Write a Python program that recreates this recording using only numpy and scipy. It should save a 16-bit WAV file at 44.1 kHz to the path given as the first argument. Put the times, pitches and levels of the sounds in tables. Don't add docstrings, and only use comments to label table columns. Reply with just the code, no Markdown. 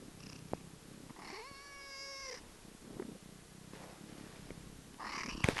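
import sys
import numpy as np
from scipy import signal
from scipy.fft import rfft, irfft, next_fast_len
from scipy.io import wavfile
from scipy.ndimage import uniform_filter1d, map_coordinates

SR = 44100
rng = np.random.default_rng(int(sys.argv[2]) if len(sys.argv) > 2 else 0)


def boost(x):
    u = np.asarray(x, float) / 20
    return 10 ** u


def int16_out(signal):
    q = np.round(np.clip(np.atleast_2d(signal).T, -1, 1) * 32767)
    wavfile.write(sys.argv[1], SR, q.astype(np.int16))


N = 246959
T = np.arange(N) / SR

# first beat and last beat in seconds, number of beats.
RUNS = [(0, .084, 4), (.115, .768, 22), (.797, 1.066, 10), (1.107, 1.107, 1), (1.163, 1.329, 7),
        (1.355, 2.25, 31), (2.28, 2.59, 11), (2.652, 2.75, 4), (2.825, 3.027, 8), (3.06, 3.16, 4),
        (3.227, 3.456, 8), (3.488, 3.96, 16), (3.983, 4.298, 12), (4.335, 4.82, 17), (4.852, 4.996, 6),
        (5.014, 5.091, 4), (5.12, 5.206, 4), (5.233, 5.286, 3), (5.324, 5.408, 4), (5.437, 5.615, 7)]
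# level at the start and at the end in dB, nominal resonance in Hz, strain 0-1.
CHEST = [(-53, -54.5, 220, .1), (-52, -52.5, 179, 0.08), (-59, -50, 213, 0.07), (-49, -51, 224, .1),
         (-56.5, -53.5, 240, 0.32), (-92, -93, 200, 0.28), (-62, -66, 210, 0.04), (-55, -58, 217, .02),
         (-51.5, -45, 234, 0.28), (-42, -55.5, 205, 0.31), (-49.5, -64.5, 183, 0.03),
         (-55.5, -56.5, 160, 0.01), (-51.5, -52.5, 222, 0.05), (-52, -54.5, 165, 0.07),
         (-55.5, -63, 187, 0.07), (-60, -54, 260, 0.25), (-55.5, -51.5, 264, 0.24),
         (-47.5, -45.5, 245, 0.1), (-47, -47, 240, 0.03), (-70, -62, 210, 0.07)]


def purr():
    width_hz, attack_s = 114, 0.00051
    reopen_s, reopen_db, strain_db = 0.00621, -9, -4
    flutter_peak_s, flutter_width_s = .022, 0.012

    beats = np.zeros(N)
    t = np.arange(SR // 20) / SR

    def ring(hz):
        decay = np.exp(-np.pi * width_hz * t)
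        return np.sin(2 * np.pi * hz * t) * decay * (1 - np.exp(-t / attack_s))

    luck = rng.standard_normal((220, 5))
    airflow = rng.standard_normal((220, 2 * len(t)))
    for at, (size, late, pitch, size2, pitch2), air in zip(beat_times(), luck, airflow):
        *_, hz, strain = [chest for run, chest in zip(RUNS, CHEST) if run[0] <= at][-1]
        start = max(at - .002 + .0003 * late, 0)
        add(beats, start, boost(size) * ring(hz * (1 + .03 * pitch)))

        again = boost(reopen_db + strain_db * strain + 0.98 * size2)
        delay = reopen_s * (1 + 1.87 * strain)
        add(beats, start + delay, again * ring(1.3 * hz * (1 + .05 * pitch2)))

        flap = signal.iirpeak(hz, 1.1, fs=SR)
        flutter = signal.lfilter(*flap, signal.lfilter(*flap, air))[len(t):]
        flutter = flutter * np.exp(-((t - flutter_peak_s) / flutter_width_s) ** 2)
        add(beats, max(start - flutter_peak_s, 0), strain * unit(flutter))

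    beats = filtered(beats, lambda f: no_bass(f, corner_hz=83.0))
    loud = np.sqrt(np.abs(uniform_filter1d(beats ** 2, SR // 8)) + 1e-6)
    return purr_level() * beats / loud


def purr_level():
    rise_share, fall_share, dip_db = 0.085, .12, -8
    first, last, _ = np.transpose(RUNS)
    k = np.clip(np.searchsorted(first, T + .01) - 1, 0, None)
    length = (last - first + .03)[k]
    done = np.clip((T - first[k]) / length, 0, 1)
    start_db, end_db = np.transpose(CHEST)[:2, k]
    drift_db = start_db + done * (end_db - start_db)
    dip = np.exp(-done / rise_share) + np.exp((done - 1) / fall_share)
    dip = dip * np.minimum(length / 0.26, 1)
    return uniform_filter1d(boost(drift_db + dip_db * dip + 1.25 * wobble(7)), SR // 200)


def beat_times():
    return np.concatenate([np.linspace(*row) for row in RUNS])


def beat_phase():
    times = beat_times()
    return np.interp(T, times, np.arange(len(times))) % 1


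def trill():
    # start, peak and end in seconds, level at the peak in dB,
    # lean (below 0 each beat bursts then fades, above 0 it swells then stops).
    puffs = [(.18, .315, .41, -55.5, 3.8), (.44, .56, .65, -66, 3.4), (1.08, 1.1, 1.127, -62, 3),
             (1.14, 1.29, 1.43, -50, -5), (2.25, 2.35, 2.4, -51, -1.5), (4.99, 5.06, 5.14, -42, -.25),
             (5.04, 5.19, 5.25, -41.5, -.2), (5.226, 5.24, 5.29, -44, -5), (5.27, 5.3, 5.35, -43.5, -.6),
             (5.32, 5.4, 5.46, -49, 1.8)]
    slacken_s, slack_chop, slack_lean = .09, .55, -.3

    phase, flow = beat_phase(), np.zeros(N)
    for start, peak, end, db, lean in puffs:
        if lean < 0:
            tight = np.exp(-np.clip(T - start, 0, None) / slacken_s)
            burst = np.exp((slack_lean + tight * (lean - slack_lean)) * phase) * (phase < .8)
        else:
            tight = 1
            burst = np.exp(-lean * (1 - phase))
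        burst = uniform_filter1d(burst, SR // 1500)
        burst /= np.sqrt(np.abs(uniform_filter1d(burst ** 2, SR // 16)))
        chop = slack_chop + tight * (1 - slack_chop)
        puff = boost(db) * arch(start, peak, end) * (1 - chop * (1 - burst))
        flow = np.maximum(flow, puff)

    creak = np.cumsum(250 * (1 + .25 * wobble(60))) / SR % 1
    grain = unit(.6 + np.exp(-creak / .2)) * boost(wobble(150) + wobble(700))
    hz, t, z = signal.stft(flow * grain * rng.standard_normal(N), SR, nperseg=256)
    shape = tract(hz[:, None], t) ** 0.88
    shape = shape / np.sqrt(np.mean(shape ** 2, 0))
    return signal.istft(z * shape, SR, nperseg=256)[1][:N]


def meow():
    # time in seconds, nominal pitch in Hz, fundamental and second harmonic levels in dB.
    melody = [(1.315, 415, -57, -66), (1.35, 365, -51, -59), (1.388, 450, -53, -55),
              (1.408, 430, -53.5, -55), (1.45, 520, -62, -54), (1.485, 565, -65, -57),
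              (1.55, 545, -70, -56), (1.63, 566, -72, -60), (1.88, 552, -62, -62), (1.96, 544, -61, -59.5),
              (2.1, 549, -57.5, -58.5), (2.265, 536, -58, -55.5), (2.305, 500, -52, -55),
              (2.35, 485, -52, -60), (2.365, 450, -68, -74)]
    hoarse_start, clears_s, hoarse_held, breaks_s = .3, .06, .045, .045
    warble = .06

    cut = slice(round(melody[0][0] * SR), round(melody[-1][0] * SR))
    t, phase = T[cut], beat_phase()[cut]
    hz, first_db, over_db = curves(melody, t)

    hoarse = hoarse_held + hoarse_start * np.exp((t[0] - t) / clears_s)
    hoarse = hoarse + 1 / (1 + ((t[-1] - t) / (2 * breaks_s)) ** 8)
    steady_shake = .0045 * wobble(60)[cut]
    beat_swing = warble * np.cos(2 * np.pi * (phase - .15))
    shake = steady_shake + hoarse * (.03 * wobble(150)[cut] + beat_swing)
    hz = hz * (1 + shake)
    turns = 2 * np.pi * np.cumsum(hz) / SR

    overtones = 0
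    for k in range(2, 15):
        flicker = boost(1.8 * wobble(30)[cut] + k / 5 * wobble(6)[cut])
        gain = boost(over_db) * flicker * tract(k * hz, t) / tract(2 * hz, t)
        overtones += gain * np.sin(k * turns + rng.uniform(0, 2 * np.pi))

    chop = uniform_filter1d(1 - np.clip(hoarse, 0, 1) * (phase > .72), SR // 400)
    fundamental = boost(first_db + 2.0 * wobble(30.1)[cut]) * np.sin(turns)
    out = np.zeros(N)
    out[cut] = np.sqrt(2) * (fundamental + chop * overtones) * signal.windows.tukey(len(t), .03)
    return out


def tract(hz, t):
    # time in seconds, first and second resonance in Hz, opening 0-1.
    mouth = [(.3, 1160, 2620, 0.94), (1.15, 950, 2000, 0), (1.3, 950, 2120, 0.45), (1.45, 940, 2240, 0.37),
             (1.55, 1210, 2440, 0.39), (1.66, 1280, 2000, 0.42), (1.77, 1270, 2200, 0.59),
             (1.88, 1223, 2100, 0.89), (2.0, 1170, 2200, 0.99), (2.25, 1120, 2100, 0.91),
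             (2.37, 960, 2030, 0.87), (5.02, 977, 1860, 0.01), (5.13, 1080, 2160, 0.48),
             (5.22, 1070, 2130, 0.66), (5.27, 1100, 2200, 0.69), (5.33, 1080, 2800, .5)]
    # opening 0-1, third and fourth resonance in Hz,
    # second, third and fourth resonance levels in dB over the first.
    postures = [(0, 4350, 4980, -14, -38, -26), (.4, 4400, 5340, -3.5, -10.5, -12),
                (.6, 4950, 5650, 1.5, -9.5, -11), (1, 4960, 5670, 4, 4.5, 2.9)]
    widths_hz = [450, 577, 656, 980]
    # frequency in Hz, nominal width in Hz,
    # index of the moving peak whose level they follow (0 is the first), level relative to it in dB.
    steady_peaks = [(1677, 185, 1, -8.5), (2850, 550, 1, -15), (4000, 990, 2, -16), (6940, 2900, 3, -17)]

    def peak(centre, width, db):
        return boost(db) / (1 + (2 * (hz - centre) / width) ** 2) ** 1.7

    first, second, opening = curves(mouth, t)
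    posture = curves(postures, opening)
    centres = [first, second] + posture[:2]
    levels = [0 * t] + posture[2:]
    moving = sum(peak(*p) for p in zip(centres, widths_hz, levels))
    return moving + sum(peak(c, w, levels[round(k)] + db) for c, w, k, db in steady_peaks)


def fur():
    # start, peak and end in seconds, rub and swish levels in dB.
    strokes = [(2.334, 2.363, 2.73, -63, -72), (2.905, 2.97, 3.15, -64, -82),
               (3.71, 3.76, 3.85, -69, -65.5), (3.72, 3.882, 3.98, -55, -66), (3.9, 4.3, 4.73, -63, -63),
               (5.437, 5.505, 5.53, -42, -43), (5.524, 5.596, 5.64, -49.5, -43)]
    # frequency in Hz, relative level in dB per Hz.
    rub_spectrum = [(150, 0), (500, 6.5), (1000, 0.5), (2000, -12), (4000, -22.5)]
    # frequency in Hz, relative level in dB per Hz.
    swish_spectrum = [(700, -2.5), (1800, 4.5), (3000, -0.5), (5000, -2), (8000, -11.5), (12000, -14)]
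    rub, swish = sum(boost([[rub_db], [swish_db]]) * arch(*when) for *when, rub_db, swish_db in strokes)
    clumps = boost(1.2 * wobble(40) + 2 * wobble(400))
    return unit(clumps) * (rub * noise(rub_spectrum) + swish * noise(swish_spectrum))


def knocks():
    # time in seconds, level in dB before filtering, frequency in Hz,
    # length in cycles.
    pushes = [(0.5346, -18.5, 500, 0.63), (1.513, -37.5, 196, 0.4), (2.994, -27.5, 373, 4.1),
              (3.021, -34, 383, 1.3), (3.734, -38.5, 295, 0.88), (4.505, -33, 385, 1.1),
              (4.941, -47, 247, 1.3), (5.442, -18.5, 112, 0.71), (5.479, -25.5, 331, 4.9),
              (5.487, -12.5, 363, 0.84), (5.528, -37.5, 123, 1.4), (5.562, -36, 254, 0.47)]
    # time in seconds, level in dB before filtering, upper corner in Hz.
    contacts = [(2.998, -30.5, 1560), (3.024, -29.5, 1580), (3.734, -35, 1530), (4.505, -30, 2400),
                (4.943, -44.5, 8000), (5.4387, -27, 3500), (5.442, -13.5, 10500), (5.47, -38, 3110),
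                (5.48, -36, 2980), (5.4864, -14.5, 10600), (5.569, -22.5, 4000), (5.581, -24.5, 5970),
                (5.5898, -24, 4970)]
    # frequency in Hz, width in Hz, gain in dB.
    case_modes = [(950, 316, 6), (2200, 620, 6.5), (3380, 670, -1.5), (5540, 640, -6), (8000, 10000, -15.5)]

    thumps, cracks, t = np.zeros(N), np.zeros(N), np.arange(SR // 30) / SR
    for s, db, hz, cycles in pushes:
        onset = np.tanh(5 * t * hz / cycles ** 2)
        push = onset * np.exp(-(t * hz / cycles) ** 2.85)
        add(thumps, s, boost(db) * push * np.sin(2 * np.pi * hz * t))
    for s, db, top_hz in contacts:
        crack = boost(db + 4 - 60 * t / 0.006) * rng.standard_normal(len(t))
        add(cracks, s, signal.lfilter(*signal.butter(4, top_hz, fs=SR), crack))

    def case(f):
        modes = 0
        for k, (centre, width, db) in enumerate(case_modes):
            band = 1j * f * width / (centre * centre - f * f + 1j * f * width)
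            modes = modes + (-1) ** k * boost(db) * band
        return modes

    return filtered(thumps, lambda f: no_bass(f, corner_hz=60)) + filtered(cracks, case)


def floor():
    # frequency in Hz, relative level in dB per Hz.
    hiss_spectrum = [(15, -37), (25, -9.5), (446, -0.5), (549, -7), (997, -8.5), (1110, -6.5), (1200, -9),
                     (1630, -9.5), (2010, -10.5), (2170, -12), (2410, -11.5), (11100, -14.5), (12400, -16),
                     (16100, -58), (22000, -120)]
    # time in seconds, level in dB.
    shake = [(0, -65), (.2, -64.5), (2.1, -67), (2.45, -61.5), (3.8, -70.5), (4.7, -58.5), (4.99, -67),
             (5.3, -55.5), (5.6, -53)]
    # frequency in Hz, relative level in dB per Hz.
    tremor_spectrum = [(20, -3), (40, 2), (70, -4.5), (120, -12), (250, -48)]
    hiss_db = -59.5
    lumpy = unit(boost(1.3 * wobble(24)) * noise(tremor_spectrum))
    rumble = boost(curves(shake)[0]) * lumpy
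    return boost(hiss_db) * noise(hiss_spectrum) + rumble


def arch(start, peak, end):
    edge_db = -10.5
    u = np.interp(T, [start - .015, start, peak, end, end + .015], [3, 1, 0, 1, 3])
    return boost(edge_db * u ** 2)


def no_bass(hz, corner_hz):
    return -hz * hz / (corner_hz ** 2 - hz * hz + 1j * np.sqrt(2) * hz * corner_hz)


def noise(spectrum):
    return unit(filtered(rng.standard_normal(N), lambda hz: boost(along(spectrum, hz))))


def filtered(x, response):
    m = next_fast_len(N + 8192)
    return irfft(rfft(x, m) * response(np.fft.rfftfreq(m, 1 / SR)), m)[..., :N]


def wobble(rate):
    return map_coordinates(rng.standard_normal(int(N * rate / SR) + 4), [T * rate])


def unit(x):
    return x / np.sqrt(np.mean(x ** 2) + 1e-20)


def along(points, hz):
    f, v = np.transpose(points)
    return np.interp(np.log(hz + 1), np.log(f + 1), v)


def curves(rows, t=T):
    s, *cols = np.transpose(rows)
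    return [np.interp(t, s, c) for c in cols]


def add(track, s, sound):
    part = track[round(s * SR):][:len(sound)]
    part += sound[:len(part)]


def scene():
    return np.tile(purr() + trill() + meow() + fur() + knocks() + floor(), (2, 1))


def top_cut(x):
    return signal.sosfilt(signal.butter(12, 12520, fs=SR, output="sos"), x)


def record(dry):
    mix = filtered(dry, lambda hz: hz < 11800)
    return top_cut(mix)


dry = scene()
out = record(dry)
int16_out(out)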